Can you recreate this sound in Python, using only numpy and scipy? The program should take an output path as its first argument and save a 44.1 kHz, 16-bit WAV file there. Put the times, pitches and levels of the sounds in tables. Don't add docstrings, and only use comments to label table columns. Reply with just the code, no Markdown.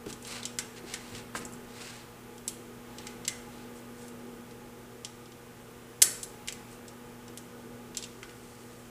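import sys
import numpy as np
from scipy import signal
from scipy.fft import rfft, irfft, next_fast_len
from scipy.io import wavfile

SR = 44100
rng = np.random.default_rng(int(sys.argv[2]) if len(sys.argv) > 2 else 0)


def pcm_store(signal):
    levels = np.round(np.clip(np.atleast_2d(signal), -1, 1) * 32767)
    wavfile.write(sys.argv[1], SR, levels.astype(np.int16).T)


N = 392469
TIME = np.arange(N) / SR

# (t/s, level/dB)
FAN_SWELL = [(0, -64.5), (1.4, -61.5), (2.7, -66), (3, -59), (4.9, -68), (5.4, -69), (6.55, -60.5),
             (6.9, -65.5), (8, -66.5), (8.9, -69)]


def gain_of(db):
    return 10 ** (np.asarray(db) / 20)


def evened(x):
    return x / np.sqrt(np.mean(x ** 2) + 1e-20)


def read(points, hz):
    f, value = np.transpose(points)
    return np.interp(np.log(hz + 1), np.log(f + 1), value)


def add(mix, s, sound):
    part = mix[max(round(s * SR), 0):][:len(sound)]
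    part += sound[:len(part)]


def coloured(x, points, size=4096):
    hz = abs(np.fft.fftfreq(size, 1 / SR))
    log_gain = np.log(gain_of(read(points, hz)))
    spectrum = np.exp(np.conj(signal.hilbert(log_gain)))
    taps = np.fft.ifft(spectrum).real[:size // 2]
    return signal.oaconvolve(x, taps)[:len(x)]


def band_db(x, lo, hi):
    hz = np.fft.rfftfreq(len(x), 1 / SR)
    in_band = (hz >= lo) & (hz < hi)
    return 10 * np.log10(2 * np.sum(abs(rfft(x)[in_band]) ** 2) / len(x) ** 2 + 1e-20)


def narrow_noise(hz, width):
    size = next_fast_len(N)
    f = np.fft.rfftfreq(size, 1 / SR)
    resonance = 1 / (1 + ((f - hz) / width * 2) ** 2)
    return evened(irfft(rfft(rng.standard_normal(size)) * resonance, size)[:N])


def tone(hz, db, drift):
    return gain_of(db) * np.sqrt(2) * np.sin(2 * np.pi * (hz * TIME + rng.random()) + drift)


def swell(points):
    db = np.interp(TIME, *np.transpose(points))
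    return db - db.mean()


def air(level_db=-53, hiss_db=-64, rush_share=0.29):
    # (f/Hz, level per Hz/dB)
    rush_colour = [(15, -14), (28, -0.5), (48, 1), (75, -4), (130, -2.5), (280, -5), (450, -9), (650, -6.5),
                   (1000, -7), (1400, -9), (2200, -12), (3200, -15), (5000, -24.5), (12000, -22)]
    # (f/Hz, level per Hz/dB)
    hiss_colour = [(1000, -29), (5000, 10), (8000, 10), (11000, 4.5), (15500, -11)]
    rush = evened(coloured(rng.standard_normal(N), rush_colour))
    hiss = evened(coloured(rng.standard_normal(N), hiss_colour))
    rush_db = level_db + rush_share * swell(FAN_SWELL)
    return gain_of(rush_db) * rush + gain_of(hiss_db) * hiss


def whine(hz=841, width=11, level_db=-67, depth=1.2):
    return gain_of(level_db + depth * swell(FAN_SWELL)) * narrow_noise(hz, width)


def hum_and_fan_tones(waver=0.059, fan_db=-1.5, flutter_db=1.3, flutter_hz=4):
    # (f/Hz, level/dB), the strongest before its swell
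    harmonics = [(120, -59), (240, -53.5), (360, -64.5), (480, -64), (600, -73), (720, -77), (1200, -69.5)]
    # (f/Hz, width/Hz, level/dB), before fan_db and the swell
    fan_tones = [(121, 42, -67.5), (170, 13, -64.5), (237, 114, -60), (326.5, 7.4, -64.5),
                 (340.7, 9.5, -62.5), (386.1, 14.4, -60), (421.5, 7.7, -65.5), (449.7, 21, -59.5),
                 (482, 42, -68), (554, 12, -66.5), (835, 74, -65), (1241, 65, -67.5), (1468, 52, -68.5)]
    # (t/s, level/dB)
    hum_swell = [(0, -53), (1.5, -49.5), (2, -56.5), (2.6, -52), (4.35, -49), (4.85, -54.5), (6.1, -56.5),
                 (7.35, -50.5), (8.35, -52), (8.9, -57)]
    swell_db = swell(hum_swell) + flutter_db * narrow_noise(0, flutter_hz)
    drift = waver * narrow_noise(0, 2.1)
    strongest = max(db for hz, db in harmonics)
    mains = sum(tone(hz, db + swell_db * (db == strongest), drift) for hz, db in harmonics)
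    fan = sum(gain_of(db) * narrow_noise(hz, width) for hz, width, db in fan_tones)
    fan = fan + tone(484, -58.5, 1.5 * narrow_noise(0, 1.2))
    return mains + gain_of(fan_db + swell_db / 2) * fan


def garage(x, wet_db=-8.0):
    # (f/Hz, t60/s)
    fall_times = [(200, 0.83), (1500, 0.51), (4000, 0.51), (8000, 0.49), (11000, 0.39), (15000, 0.7)]
    # (f/Hz, level/dB)
    wall_colour = [(200, 4.5), (1500, 8), (2300, 2), (3400, 0), (4500, -3), (8000, -3), (11000, 0.5),
                   (13000, -7)]
    taps = rng.choice([-1., 1.], SR) * (rng.random(SR) < 5000 / SR)
    hz, t, bands = signal.stft(taps, SR, nperseg=256)
    fading = bands * gain_of(-60 * t / read(fall_times, hz)[:, None])
    tail = signal.istft(fading, SR, nperseg=256)[1]
    tail *= np.clip((np.arange(len(tail)) / SR - .004) / 0.00088, 0, 1)
    tail = coloured(tail / np.linalg.norm(tail), wall_colour)
    return gain_of(wet_db) * signal.oaconvolve(x, tail)[:N]


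def overalls_and_sliding_hand(level_db=-1, grain_db=1.5, snag_db=1.13):
    # (middle t/s, half length/s, level/dB, treble against it/dB)
    rubs = [(0.101, 0.015, -48, -1), (0.3, 0.061, -52.5, 1), (0.36, 0.07, -47, -9), (0.78, 0.019, -51, -7),
            (0.925, 0.059, -48, -6.5), (1.085, 0.097, -56, -3), (1.178, 0.035, -49.5, -5.5),
            (1.369, 0.016, -43, 1.5), (1.418, 0.022, -52.5, -7), (1.87, 0.14, -49, -5.5),
            (3.044, 0.11, -56.5, -7), (3.572, 0.093, -60, -7), (3.777, 0.031, -72, 14.5),
            (4.024, 0.076, -64, 5.5), (6.726, 0.044, -69, 11), (8.563, 0.47, -68.5, 6)]
    # (f/Hz, level/dB)
    rub_colour = [(400, -4), (1200, 1), (2200, 3.5), (2800, 5), (3300, 1), (4100, 3.5), (5200, -1),
                  (6500, -2.5), (8200, 1.5), (10000, -5.5), (12000, -11), (15500, -17)]
    grain_levels = grain_db * np.minimum(rng.exponential(1, N), 4)
    slips = rng.standard_normal(N) * (rng.random(N) < 9000 / SR) * gain_of(grain_levels)
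    rough = coloured(slips, rub_colour) * gain_of(snag_db * narrow_noise(0, 73))
    body = signal.sosfilt(signal.butter(4, 6000, fs=SR, output="sos"), rough)
    fizz = signal.sosfilt(signal.butter(4, 6000, "high", fs=SR, output="sos"), rough)
    body = body / gain_of(band_db(body[:SR], 2000, 6000))
    fizz = fizz / gain_of(band_db(fizz[:SR], 6000, 11000))
    out = np.zeros(N)
    for s, half, db, treble_db in rubs:
        at = abs(TIME - s) < 3 * half
        speed = np.exp(-((TIME[at] - s) / half) ** 2)
        out[at] += gain_of(db) * speed * (body[at] + gain_of(treble_db) * fizz[at])
    return gain_of(level_db) * out


def thud(hz, decay, push=0.95, size=16384):
    t = np.arange(size) / SR
    colour = [(hz / 4, -11), (hz / 0.99, -1), (hz * 1.3, 0), (hz * 1.47, -4), (hz * 2, -15), (hz * 10, -42)]
    shudder = evened(coloured(rng.standard_normal(size), colour))
    blow = push * np.sin(2 * np.pi * hz * t) * np.exp(-t * hz / 5.3)
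    return blow + shudder * np.exp(-t / decay)


def knocks(stand_hz=285, stand_decay_s=0.13, stand_db=-19):
    # (t/s, level/dB, pitch f/Hz, decay/s)
    blows = [(0.061, -33.5, 285, 0.015), (0.838, -42, 350, .012), (0.931, -47.5, 215, 0.012),
             (1.123, -42.5, 108, 0.027), (1.351, -28, 1310, 0.0062), (6.021, -44, 414, 0.068)]
    out = np.zeros(N)
    for s, db, hz, decay in blows:
        boom = gain_of(stand_db) * thud(stand_hz, stand_decay_s)
        add(out, s, gain_of(db) * (thud(hz, decay) + boom))
    return out


def contact(low_hz, chatter, ring_db=-2, low_db=0, high_db=3, part_t60=0.027, bounce=0.41,
            glance=0.62, glance_s=0.012, snap=1.5, size=2048):
    # (f/Hz, level/dB, t60/s)
    steel_modes = [(1536, -9, .04), (2060, 0.5, 0.031), (2480, -6, 0.024), (2930, -0.5, 0.031),
                   (3205, -6.5, 0.075), (3780, -9, 0.034), (4600, -15, 0.036), (4800, -11, .035),
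                   (5470, -1, 0.049), (6200, -2, 0.015), (7430, -15, 0.015), (7620, 1, 0.049),
                   (8030, -19, 0.017), (9000, -19, 0.018), (9200, 3.5, 0.021), (9940, 4.5, 0.043),
                   (10230, -1, 0.027), (10500, -13, 0.035), (10550, 3, 0.029), (12600, -18, .012)]
    # (f/Hz, level/dB)
    clatter_colour = [(150, -30), (700, -6), (1300, -2), (2000, 1), (2650, -0.5), (3700, 1), (4500, 2),
                      (5900, 5), (6600, 1.5), (7700, 0.5), (8800, 3), (10300, -2.5), (11400, 0.5),
                      (12000, -2.5), (15500, -12)]
    t, chatter = np.arange(size) / SR, max(chatter, .0004)
    touches = bounce * rng.choice([-1., 1.], size) * (rng.random(size) < 3000 / SR) * np.exp(-t / chatter)
    touches[0] = 1
    high_hz = 7550 * (1 + 0.047 * rng.uniform(-0.71, 1))
    modes = steel_modes + [(low_hz, low_db, part_t60), (high_hz, high_db, part_t60)]
    hz, db, t60 = np.transpose(modes)[:, :, None]
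    grip, phase = rng.standard_normal((2, len(hz), 1))
    held_hz = hz * (1 + 0.0065 * grip)
    ringing = gain_of(db - 60 * t / t60) * np.sin(2 * np.pi * (held_hz * t + phase))
    ring = signal.fftconvolve(touches, ringing.sum(0))[:size]
    rattle = rng.standard_normal(size) * (np.exp(-t / chatter) + glance * np.exp(-t / glance_s))
    clatter = coloured(snap * (t == 0) + rattle, clatter_colour, size)
    return evened(clatter) + gain_of(ring_db) * evened(ring)


def wrench(low_slope=8, top_slope=6, low_cut=0.82, leak_db=27, strike_s=.012):
    # (t/s, level over strike_s/dB, lowest ring of the part f/Hz, treble reach f/Hz, chatter time/s)
    clicks = [(0.062, -50.0, 1410, 4500.0, 0.0041), (0.1273, -42.5, 3300.0, 8000.0, 0.0016),
              (0.225, -50.5, 8000.0, 11000, 0.0019), (0.2494, -47, 3250, 5000.0, 0.0016),
              (0.2713, -47.0, 7660, 10500.0, 0.002), (0.4306, -40.5, 3400, 4800.0, 0.0016),
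              (0.454, -33.0, 3190, 6650, 0.0014), (0.5869, -29, 1660, 8000, 0.0015),
              (0.9385, -33.5, 1870, 6960, 0.0045), (1.15, -45, 2280, 5100.0, 0.0015),
              (1.39, -48, 8000.0, 14000.0, 0.002), (1.451, -41.5, 7800, 7500.0, 0.0016),
              (1.524, -53, 7800.0, 12000.0, 0.002), (1.535, -49.5, 8100, 8500.0, 0.0026),
              (2.38, -52.7, 3300.0, 9900, 0.002), (2.4787, -30, 3160, 13400.0, 0.00082),
              (2.984, -44, 3360, 4750, 0.003), (3.069, -40.5, 1870, 7000.0, 0.003),
              (3.25, -41.5, 3340.0, 4700.0, 0.0038), (3.2787, -26.5, 2180, 7500.0, 0.0038),
              (4.082, -52.5, 4760, 13000.0, 0.002), (4.51, -56.5, 2500.0, 5700.0, 0.002),
              (5.0479, -37, 3300, 6000, 0.0015), (5.2567, -56.0, 3380, 4440, 0.002),
              (5.32, -55, 2110, 4960, 0.0024), (6.0185, -14.5, 4390, 8200.0, 0.006),
              (6.02, -28.5, 1850.0, 2900.0, 0.004), (6.0236, -15, 7400.0, 14000.0, 0.0018),
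              (6.23, -35.0, 4070, 12500.0, 0.0073), (6.4752, -41.5, 2410.0, 8300, 0.002),
              (6.484, -33, 2260, 6000.0, 0.0047), (6.5246, -41, 3080, 9100.0, 0.0027),
              (6.8806, -48.5, 4600, 6800, 0.0016), (7.2803, -51.5, 2060.0, 6060, 0.002),
              (7.3745, -42, 3060, 9900, 0.0018), (7.948, -46.5, 2760, 4550, 0.002),
              (7.9707, -31.5, 3660, 7000.0, 0.001), (8.0255, -42, 3560.0, 5430, 0.0014),
              (8.0387, -40.5, 2800, 5740, 0.005), (8.2301, -43, 1450.0, 4260, 0.0012),
              (8.294, -51.5, 1800.0, 4500.0, 0.002)]
    # (f/Hz, level/dB)
    socket_colour = [(1100, 3.5), (1700, -1.5), (3100, -1.5), (3700, -2), (5700, -2.5), (6600, 2),
                     (7600, 4.5), (8800, 1.5), (10400, 0), (14000, 6)]
    out = np.zeros(N)
    hz = np.geomspace(300, 16000, 40)
    for s, db, low_hz, top_hz, chatter in clicks:
        low_loss = 1 + (low_cut * low_hz / hz) ** low_slope
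        top_loss = 1 + (hz / top_hz) ** top_slope
        loss_db = np.minimum(10 * np.log10(low_loss * top_loss), leak_db)
        colour = list(zip(hz, read(socket_colour, hz) - loss_db))
        click = coloured(contact(low_hz, chatter), colour, size=1024)
        strength = np.sqrt(np.sum(click ** 2) / (strike_s * SR))
        add(out, s, gain_of(db) * click / strength)
    return out


def scene(count=3, knock_room_db=-5):
    thuds, rubbing = knocks(), overalls_and_sliding_hand()
    reflected = sum(garage(wrench()) for _ in range(count)) / np.sqrt(count)
    reflected = reflected + garage(rubbing + gain_of(knock_room_db) * thuds)
    background = hum_and_fan_tones() + whine() + air()
    return (wrench() + reflected + thuds + rubbing + background)[None]


def record(dry):
    held = np.clip(dry, -.85, .85)
    low_pass = signal.firwin(401, 15450, window=("kaiser", 8), fs=SR)
    return signal.oaconvolve(held, low_pass[None], "same")


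dry = scene()
out = record(dry)
pcm_store(out)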